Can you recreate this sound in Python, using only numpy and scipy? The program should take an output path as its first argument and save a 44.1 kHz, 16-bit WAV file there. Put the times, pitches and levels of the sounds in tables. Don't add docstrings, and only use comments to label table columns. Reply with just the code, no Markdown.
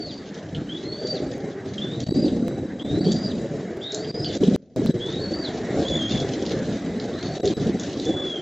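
import sys
import numpy as np
from scipy import signal
from scipy.io import wavfile
from scipy.ndimage import uniform_filter1d

SR = 44100
rng = np.random.default_rng(int(sys.argv[2]) if len(sys.argv) > 2 else 0)


def waveform_to_disk(signal):
    frames = np.transpose(np.atleast_2d(signal))
    scaled = np.clip(frames, -1, 1) * 32767
    samples = np.round(scaled).astype(np.int16)
    wavfile.write(sys.argv[1], SR, samples)


N = 371275
TIME = np.arange(N) / SR
CALM_DB = -27
# t/s, level/dB
GUST_LEVELS = [
    [(0, -32), (.14, -35.5), (.48, -35.5), (.56, -31.5), (1.0, -33.5), (1.25, -29), (1.6, -33),
     (2.04, -27.5), (2.16, -20), (2.35, -22.5), (2.8, -30), (2.92, -23.5), (3.08, -19), (3.2, -23.5),
     (3.6, -30.5), (3.85, -37.5), (4.2, -28.5), (4.39, -27), (4.42, -20.5), (4.55, -20)],
    [(4.78, -20.5), (4.9, -21.5), (4.96, -26.5), (5.3, -29.5), (5.55, -30.5), (5.72, -25), (6.3, -25),
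     (7.35, -28.5), (7.44, -21), (7.72, -24), (7.8, -28), (8.05, -24), (8.42, -35.5)],
]
# t/s, branch roar/dB, straw rustle/dB
NEST_LEVELS = [(0, -50, -51), (.6, -48.5, -52.5), (1.85, -46.5, -54), (2.1, -49.5, -46.5),
               (2.6, -48.5, -59), (3.1, -47, -50), (3.8, -46.5, -61.5), (4.35, -46, -43),
               (4.95, -47.5, -48.5), (5.6, -41, -48.5), (6.1, -42, -44), (7.1, -43.5, -47.5),
               (8, -44.5, -44.5), (8.42, -43, -45.5)]


def gain_of(db):
    return 10 ** (np.asarray(db) / 20)


def unit_level(x):
    return x / np.sqrt(np.mean(abs(x) ** 2) + 1e-20)


def level_at(points, hz):
    f, db = np.transpose(points)
    return np.interp(np.log(hz + 1), np.log(f + 1), db)


def curves(tables):
    s, *columns = np.vstack(tables).T
    return [np.interp(TIME, s, column) for column in columns]


def drift(hz, count=N):
    span = int(SR / hz)
    return unit_level(uniform_filter1d(uniform_filter1d(rng.standard_normal(count), span), span))


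def add(mix, s, sound):
    mix[round(s * SR):][:len(sound)] += sound


def stereo(mid, side):
    return np.array([mid + side, mid - side])


def low_pass(x, hz):
    return signal.oaconvolve(x, signal.firwin(511, hz, window=("kaiser", 9), fs=SR)[None], "same")


def noise(spectrum, patchy_db, size=512):
    # f/Hz, side compared with mid/dB
    width = [(40, -16.5), (120, -18.5), (400, -40), (1200, -24), (2500, -21.5), (4500, -10.5), (7500, -6.5)]
    hop = size // 4
    frames, hz = N // hop + 5, np.fft.rfftfreq(size, 1 / SR)
    a, b, c, d, patches = rng.standard_normal((frames, len(hz), 5)).T
    patches = unit_level(uniform_filter1d(uniform_filter1d(patches, size=3, axis=0), size=16, axis=1))
    mid, side = a + 1j * b, gain_of(level_at(width, hz))[:, None] * (c + 1j * d)
    shaped = stereo(mid, side) * gain_of(level_at(spectrum, hz)[:, None] + patchy_db * patches)
    return unit_level(signal.istft(shaped, nperseg=size, noverlap=size - hop)[1][:, :N])


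def peep(rows, rough, octave_db=-37):
    s, hz, db = np.transpose(rows)
    t = np.arange(s[0], s[-1], 1 / SR)
    n = len(t)
    pitch = uniform_filter1d(np.interp(t, s, hz), size=400)
    hoarse = np.clip(abs(np.gradient(pitch)) * SR / 25000, 0, 1) ** 2
    waver = .013 * rough * drift(90, n) + .02 * hoarse * drift(300, n)
    phase = 2 * np.pi * np.cumsum(pitch * (1 + waver)) / SR
    apart_hz = 42 * gain_of(4 * drift(40, n))
    strength = np.clip(.5 + .6 * rough + .3 * drift(30, n), 0, 1.1)
    second_voice = strength * np.exp(2j * np.pi * (np.cumsum(apart_hz) / SR + rng.random()))
    flutter = 1 + .55 * rough * (drift(130, n) + .5j * drift(130, n))
    pulse = (1 + second_voice) * flutter
    breath = (.45 * rough ** 2 + .3 * hoarse) * (drift(900, n) + 1j * drift(900, n))
    voice = unit_level(2 * pulse / np.sqrt(4 + abs(pulse) ** 2) + breath)
    swell = unit_level(gain_of(3 * rough * drift(45, n)))
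    tone = (voice * np.exp(1j * phase)).real + gain_of(octave_db) * (voice * np.exp(2j * phase)).real
    return np.sqrt(2) * gain_of(np.interp(t, s, db)) * swell * tone * signal.windows.tukey(n, .02)


def chick():
    # (t/s, f/Hz, level/dB)
    high_peeps = [ (.47, [(0, 4610, -41.5), (.066, 4410, -37.5), (.09, 4130, -43), (.128, 2980, -46.5)]),
                  (.5, [(.688, 3040, -40), (.716, 3320, -37), (.77, 3400, -39), (.782, 3860, -51),
                  (.81, 3890, -53), (.83, 4140, -67), (.856, 4170, -40), (.905, 4330, -44),
                  (.925, 4350, -33.5), (.97, 4500, -45), (1.03, 4570, -41), (1.085, 4700, -31.5),
                  (1.11, 4680, -28.5), (1.15, 4570, -39), (1.19, 3220, -40.5)]), (.6, [(1.777, 3096, -31),
                  (1.805, 3350, -41), (1.835, 3493, -31), (1.87, 3460, -42), (1.915, 3610, -44),
                  (1.945, 3790, -40), (1.99, 4070, -57), (2.04, 4440, -45), (2.143, 4590, -42),
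                  (2.175, 4760, -36), (2.221, 4820, -41), (2.255, 4690, -40), (2.3, 3200, -42)]),
                  (.7, [(2.792, 3120, -43), (2.822, 3440, -34), (2.866, 3550, -51), (2.9, 3650, -36),
                  (2.94, 3790, -43.5), (2.99, 4050, -42.5), (3.02, 4580, -42.5), (3.076, 4525, -37.5),
                  (3.11, 4570, -37), (3.2, 4790, -44), (3.266, 4680, -34), (3.288, 4610, -46),
                  (3.328, 3150, -40)]), (.7, [(3.806, 3100, -42), (3.828, 3500, -37), (3.873, 3724, -36.5),
                  (3.916, 3720, -32), (3.93, 4170, -38), (3.96, 4280, -48), (4.03, 4720, -44),
                  (4.05, 4740, -46), (4.1, 4760, -37), (4.15, 4850, -40.5), (4.185, 5120, -41),
                  (4.205, 4960, -34), (4.229, 5190, -36.5), (4.26, 4600, -32.5), (4.285, 4496, -43),
                  (4.32, 3110, -45)]), (.5, [(4.998, 3180, -40), (5.018, 3326, -34.5), (5.09, 3520, -38),
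                  (5.12, 3550, -36), (5.145, 3820, -36), (5.168, 3740, -35), (5.194, 4200, -42),
                  (5.225, 4470, -35), (5.26, 4350, -37.5), (5.32, 4450, -49), (5.34, 4520, -32.5),
                  (5.36, 4620, -48), (5.436, 4580, -36), (5.466, 3700, -36.5), (5.5, 3033, -44)]),
                  (0.9, [(7.128, 3330, -48), (7.15, 3860, -49), (7.21, 4130, -40.5), (7.228, 4240, -49),
                  (7.252, 4280, -41.5), (7.29, 4300, -46), (7.31, 4420, -48), (7.34, 4440, -46),
                  (7.375, 4100, -47)]), ]
    # t/s, f/Hz, level/dB
    low_peeps = [
        [(5.848, 3230, -38), (5.885, 3470, -29), (5.903, 3480, -43), (5.93, 3350, -25), (5.975, 3460, -29.5),
         (6.005, 3213, -33.5), (6.069, 3213, -35), (6.109, 3590, -36.5), (6.155, 3450, -31.5),
         (6.19, 3330, -35), (6.215, 3330, -41), (6.24, 3750, -44)],
        [(8.045, 3401, -36.5), (8.083, 3495, -32.5), (8.129, 3398, -36), (8.237, 3440, -35.5),
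         (8.37, 3196, -34), (8.404, 3120, -43)],
    ]
    low_octaves = [-17, -28]
    # t/s, length/s, first f/Hz, last f/Hz, level/dB
    scraps = [(0.063, 0.13, 4690, 4640, -47.5), (0.922, 0.16, 3480, 3430, -53),
              (3.053, 0.073, 3090, 3600, -45), (4.26, 0.037, 2950, 3470, -43),
              (4.297, .07, 3415, 3520, -42), (7.35, 0.042, 3730, 3870, -45)]
    # delay/s, level/dB
    echoes = [(.11, -23), (.16, -27), (.24, -30)]
    near, faint = np.zeros((2, SR + 2 * N))
    for rough, rows in high_peeps:
        add(near, 1 + rows[0][0], peep(rows, rough))
    for rows, octave_db in zip(low_peeps, low_octaves):
        add(near, 1 + rows[0][0], peep(rows, rough=.38, octave_db=octave_db))
    for s, length, from_hz, to_hz, db in scraps:
        add(faint, 1 + s, peep([(0, from_hz, db), (length, to_hz, db)], rough=1.0))
    for delay, db in echoes:
        add(faint, delay, gain_of(db) * near[:SR + N])
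    return (near + faint)[SR:SR + N]


def tree_echoes(sound):
    per_second, fade_s = 1500, 0.28
    t = np.arange(SR // 2) / SR
    bounces = rng.choice([-1., 1.], (2, len(t))) * (rng.random((2, len(t))) < per_second / SR)
    tail = bounces * (t > .006) * gain_of(-60 * t / fade_s)
    tail = stereo(tail[0], 0.17 * tail[1])
    return signal.fftconvolve(sound[None], tail / np.linalg.norm(tail[0]), axes=1)[:, :N]


def gusts():
    # f/Hz, relative level/dB
    spectrum = [(25, -41), (60, -18), (120, -5.5), (250, -1), (400, -5), (600, -12.5), (800, -22.5),
                (1000, -51.5), (1500, -43)]
    dulling, widening = 0.63, 0.91
    roar_lift, quiet_roar_db = 0.58, -47
    wind_db, = curves(GUST_LEVELS)
    roar_db, _ = curves([NEST_LEVELS])
    over_db = wind_db - CALM_DB
    air = noise(spectrum, patchy_db=3.36, size=2048)
    slow_level = np.sqrt(uniform_filter1d((air ** 2).mean(0), size=6000))
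    air = unit_level(air / slow_level)
    upper = signal.sosfiltfilt(signal.butter(2, 480, "high", fs=SR, output="sos"), air)
    air = air + upper * (gain_of(roar_lift * (roar_db - quiet_roar_db) - dulling * over_db) - 1)
    lumps = unit_level(gain_of(2 * drift(hz=71) + 1.1 * drift(hz=25.5) + .5 * drift(hz=16)))
    side = (air[0] - air[1]) / 2 * gain_of(widening * over_db)
    return stereo(air.mean(0), side) * lumps * gain_of(wind_db)


def branches():
    # f/Hz, relative level/dB
    spectrum = [(600, 3), (1000, -6), (1300, -6), (1700, -1.5), (2100, -5), (2500, -16), (3200, -21)]
    roar_db, _ = curves([NEST_LEVELS])
    roar = noise([(300, -73)] + spectrum + [(5000, -67.5)], patchy_db=2.74)
    return roar * gain_of(roar_db + 1.13 * drift(hz=30.6))


def straw():
    # f/Hz, relative level/dB
    spectrum = [(1500, -14), (2500, 0.5), (3600, 8.5), (4800, 3), (5800, 0.5), (6800, 1), (7500, -26)]
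    per_second, grain_s = 140, 0.0077
    _, straw_db = curves([NEST_LEVELS])
    grains = gain_of(5 * np.minimum(rng.exponential(1, N), 4)) * (rng.random(N) < per_second / SR)
    crackle = 1 + 0.36 * signal.lfilter([1], [1, -np.exp(-1 / (grain_s * SR))], grains)
    hiss = noise([(500, -70)] + spectrum, patchy_db=2.5)
    return hiss * unit_level(crackle * gain_of(3 * drift(hz=22))) * gain_of(straw_db)


def whine():
    # f/Hz, relative level/dB
    tones = [(3895, 16.5), (7790, 5), (11690, -9)]
    wobbly_time = np.cumsum(1 + .005 * drift(hz=120)) / SR
    mid = sum(gain_of(db) * np.sin(2 * np.pi * hz * wobbly_time) for hz, db in tones)
    side = sum(gain_of(db - 14.5) * np.cos(2 * np.pi * hz * wobbly_time) for hz, db in tones)
    side *= drift(hz=80)
    stutter = unit_level(gain_of(8 * np.tanh(1.5 * drift(hz=110) - .2)))
    swell = gain_of(-74.5 + 1.15 * (curves(GUST_LEVELS)[0] - CALM_DB))
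    return np.sqrt(2) * stereo(mid, side) * stutter * swell


def snaps():
    # t/s, level/dB, ring f/Hz, brightness/dB
    breaks = [(0.343, -33, 5400, -27), (0.548, -21, 3160, -37), (1.07, -28.5, 4230, -4.5),
              (1.781, -25.5, 3160, -12), (2.002, -22.5, 3900, -8.5), (2.2807, -28, 3390, -25),
              (3.045, -28, 3900, -29), (3.1185, -22.5, 3570, -2), (3.164, -28.5, 3930, -14),
              (3.9193, -27, 4070, -1), (3.945, -22.5, 4170, -1), (4.046, -28, 3280, -36),
              (4.245, -22, 3420, -23), (4.313, -27, 3220, -30), (4.35, -30.5, 3530, 1.5),
              (4.4352, -24, 3060, -10), (4.475, -28, 3330, -27), (4.867, -23, 4000, -30),
              (3.827, -32, 4700, -26), (5.812, -29, 4300, -28), (5.825, -26, 4000, -22),
              (6.025, -36, 5200, -16), (5.883, -26, 3870, -14), (5.898, -29, 3650, -10),
              (6.2, -24.5, 4230, -11), (6.4633, -23, 4050, -15), (6.998, -23.5, 4100, -20),
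              (7.455, -19.5, 3530, -7), (7.475, -19.5, 3900, -23), (7.7963, -25, 3530, -0.5),
              (7.833, -29, 3700, -4), (7.9384, -29, 3760, -25), (7.998, -23, 3970, -13),
              (8.052, -34.5, 4430, 2)]
    ring_s, crack_s, rustle_s = 0.002, 0.0025, 0.017
    t, out = np.arange(3000) / SR, np.zeros(N + 3000)
    noises = rng.standard_normal((len(breaks), 3, len(t)))
    rise = 1 - np.exp(-(t / .0009) ** 2)
    edge = 1.8 * np.sin(2 * np.pi * 6600 * t) * np.exp(-t / 0.0012)
    crack_and_rustle = gain_of(-4 - 7.1 * t / crack_s) + gain_of(-14 - 7 * t / rustle_s)
    treble = signal.butter(2, [5000, 7400], "band", fs=SR, output="sos")
    for (s, db, hz, bright_db), (hiss, fizz, scratch) in zip(breaks, noises):
        ring = np.sin(2 * np.pi * hz * t) * np.exp(-t / ring_s)
        around_ring = signal.butter(2, [hz / 1.18, hz * 1.22], "band", fs=SR, output="sos")
        grain = unit_level(gain_of(2.6 * unit_level(uniform_filter1d(scratch, size=90))))
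        scrape = 2 * signal.sosfilt(around_ring, hiss * grain)
        scrape += gain_of(bright_db + 9.5) * signal.sosfilt(treble, fizz * grain)
        add(out, s, gain_of(db) * rise * (ring + edge * gain_of(bright_db) + scrape * crack_and_rustle))
    return out[:N]


def thumps():
    # t/s, level/dB, swing f/Hz
    hits = [(1.046, -17, 375), (1.202, -18, 370), (2.087, -11.5, 193), (2.118, -7.5, 335),
            (2.172, -9.5, 269), (2.244, -8, 295), (3.556, -22.5, 424), (5.688, -20, 442), (2.424, -12, 265),
            (2.94, -15, 305), (2.973, -13, 324), (3.008, -14.5, 328), (3.029, -23, 293), (3.065, -14, 403),
            (3.084, -14, 345), (3.139, -19, 324), (4.174, -21.5, 447), (4.415, -10, 286), (4.431, -9, 407),
            (4.481, -5.5, 234), (4.792, -12, 297), (4.817, -14.5, 406), (4.893, -9.5, 250),
            (7.434, -23, 327), (7.509, -11.5, 310), (7.694, -12.5, 344)]
    knock_db, knock_s = -24, 0.0015
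    t, out = np.arange(1500) / SR, np.zeros((2, N + 1500))
    for k, (s, db, hz) in enumerate(hits):
        swing = np.sin(2 * np.pi * hz * t) * (t / 0.004) * np.exp(1 - t / 0.0036)
        knock = np.sin(2 * np.pi * 2.3 * hz * t) * (t / knock_s) * np.exp(1 - t / knock_s)
        lean = stereo(1, 0.083 * (-1) ** k)[:, None]
        out[:, round(s * SR):][:, :len(t)] += gain_of(db) * (swing + gain_of(knock_db) * knock) * lean
    return out[:, :N]


def link_ticks():
    # t/s, height/full scale
    jumps = [(1.3818, -0.027), (2.4821, 0.11), (3.772, 0.022), (4.4278, 0.03), (4.5617, 0.032),
             (4.7618, 0.062), (4.8619, 0.15), (6.5213, -0.036)]
    settle_s, spikes = 0.00068, np.zeros((2, N))
    for k, (s, height) in enumerate(jumps):
        spikes[:, round(s * SR)] = height * stereo(1, 0.3 * (-1) ** k)
    return signal.lfilter([1], [1, -np.exp(-1 / (settle_s * SR))], spikes)


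def link_dips():
    # start t/s, end t/s, level/dB
    dips = [(2.043, 2.065, -14.5), (2.076, 2.086, -10), (2.095, 2.107, -18), (2.114, 2.122, -14),
            (2.127, 2.142, -15), (2.832, 2.847, -16), (2.998, 3.007, -9), (4.116, 4.142, -14.5),
            (4.378, 4.405, -11), (4.914, 4.941, -12), (7.385, 7.398, -10), (7.409, 7.43, -17.5),
            (7.539, 7.567, -14.5)]
    ramp_s = 0.0037
    return sum(db * np.clip(np.minimum(TIME - start, end - TIME) / ramp_s + .5, 0, 1)
               for start, end, db in dips)


def link_dropout():
    # start t/s, end t/s, level/dB
    gap = (4.5618, 4.7619, -28)
    start, end, db = gap
    return db * (TIME > start) * np.clip((end - TIME) / .0006, 0, 1)


def scene():
    near = chick() + snaps()
    return near + gain_of(-6.5) * tree_echoes(near) + gusts() + thumps() + branches() + straw()


def record(dry):
    dropout_db = link_dropout()
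    sound = low_pass(dry, hz=7550) * gain_of(link_dips() + dropout_db)
    sound += whine() * gain_of(1.6 * dropout_db)
    return low_pass(sound + link_ticks(), hz=15800)


dry = scene()
out = record(dry)
waveform_to_disk(out)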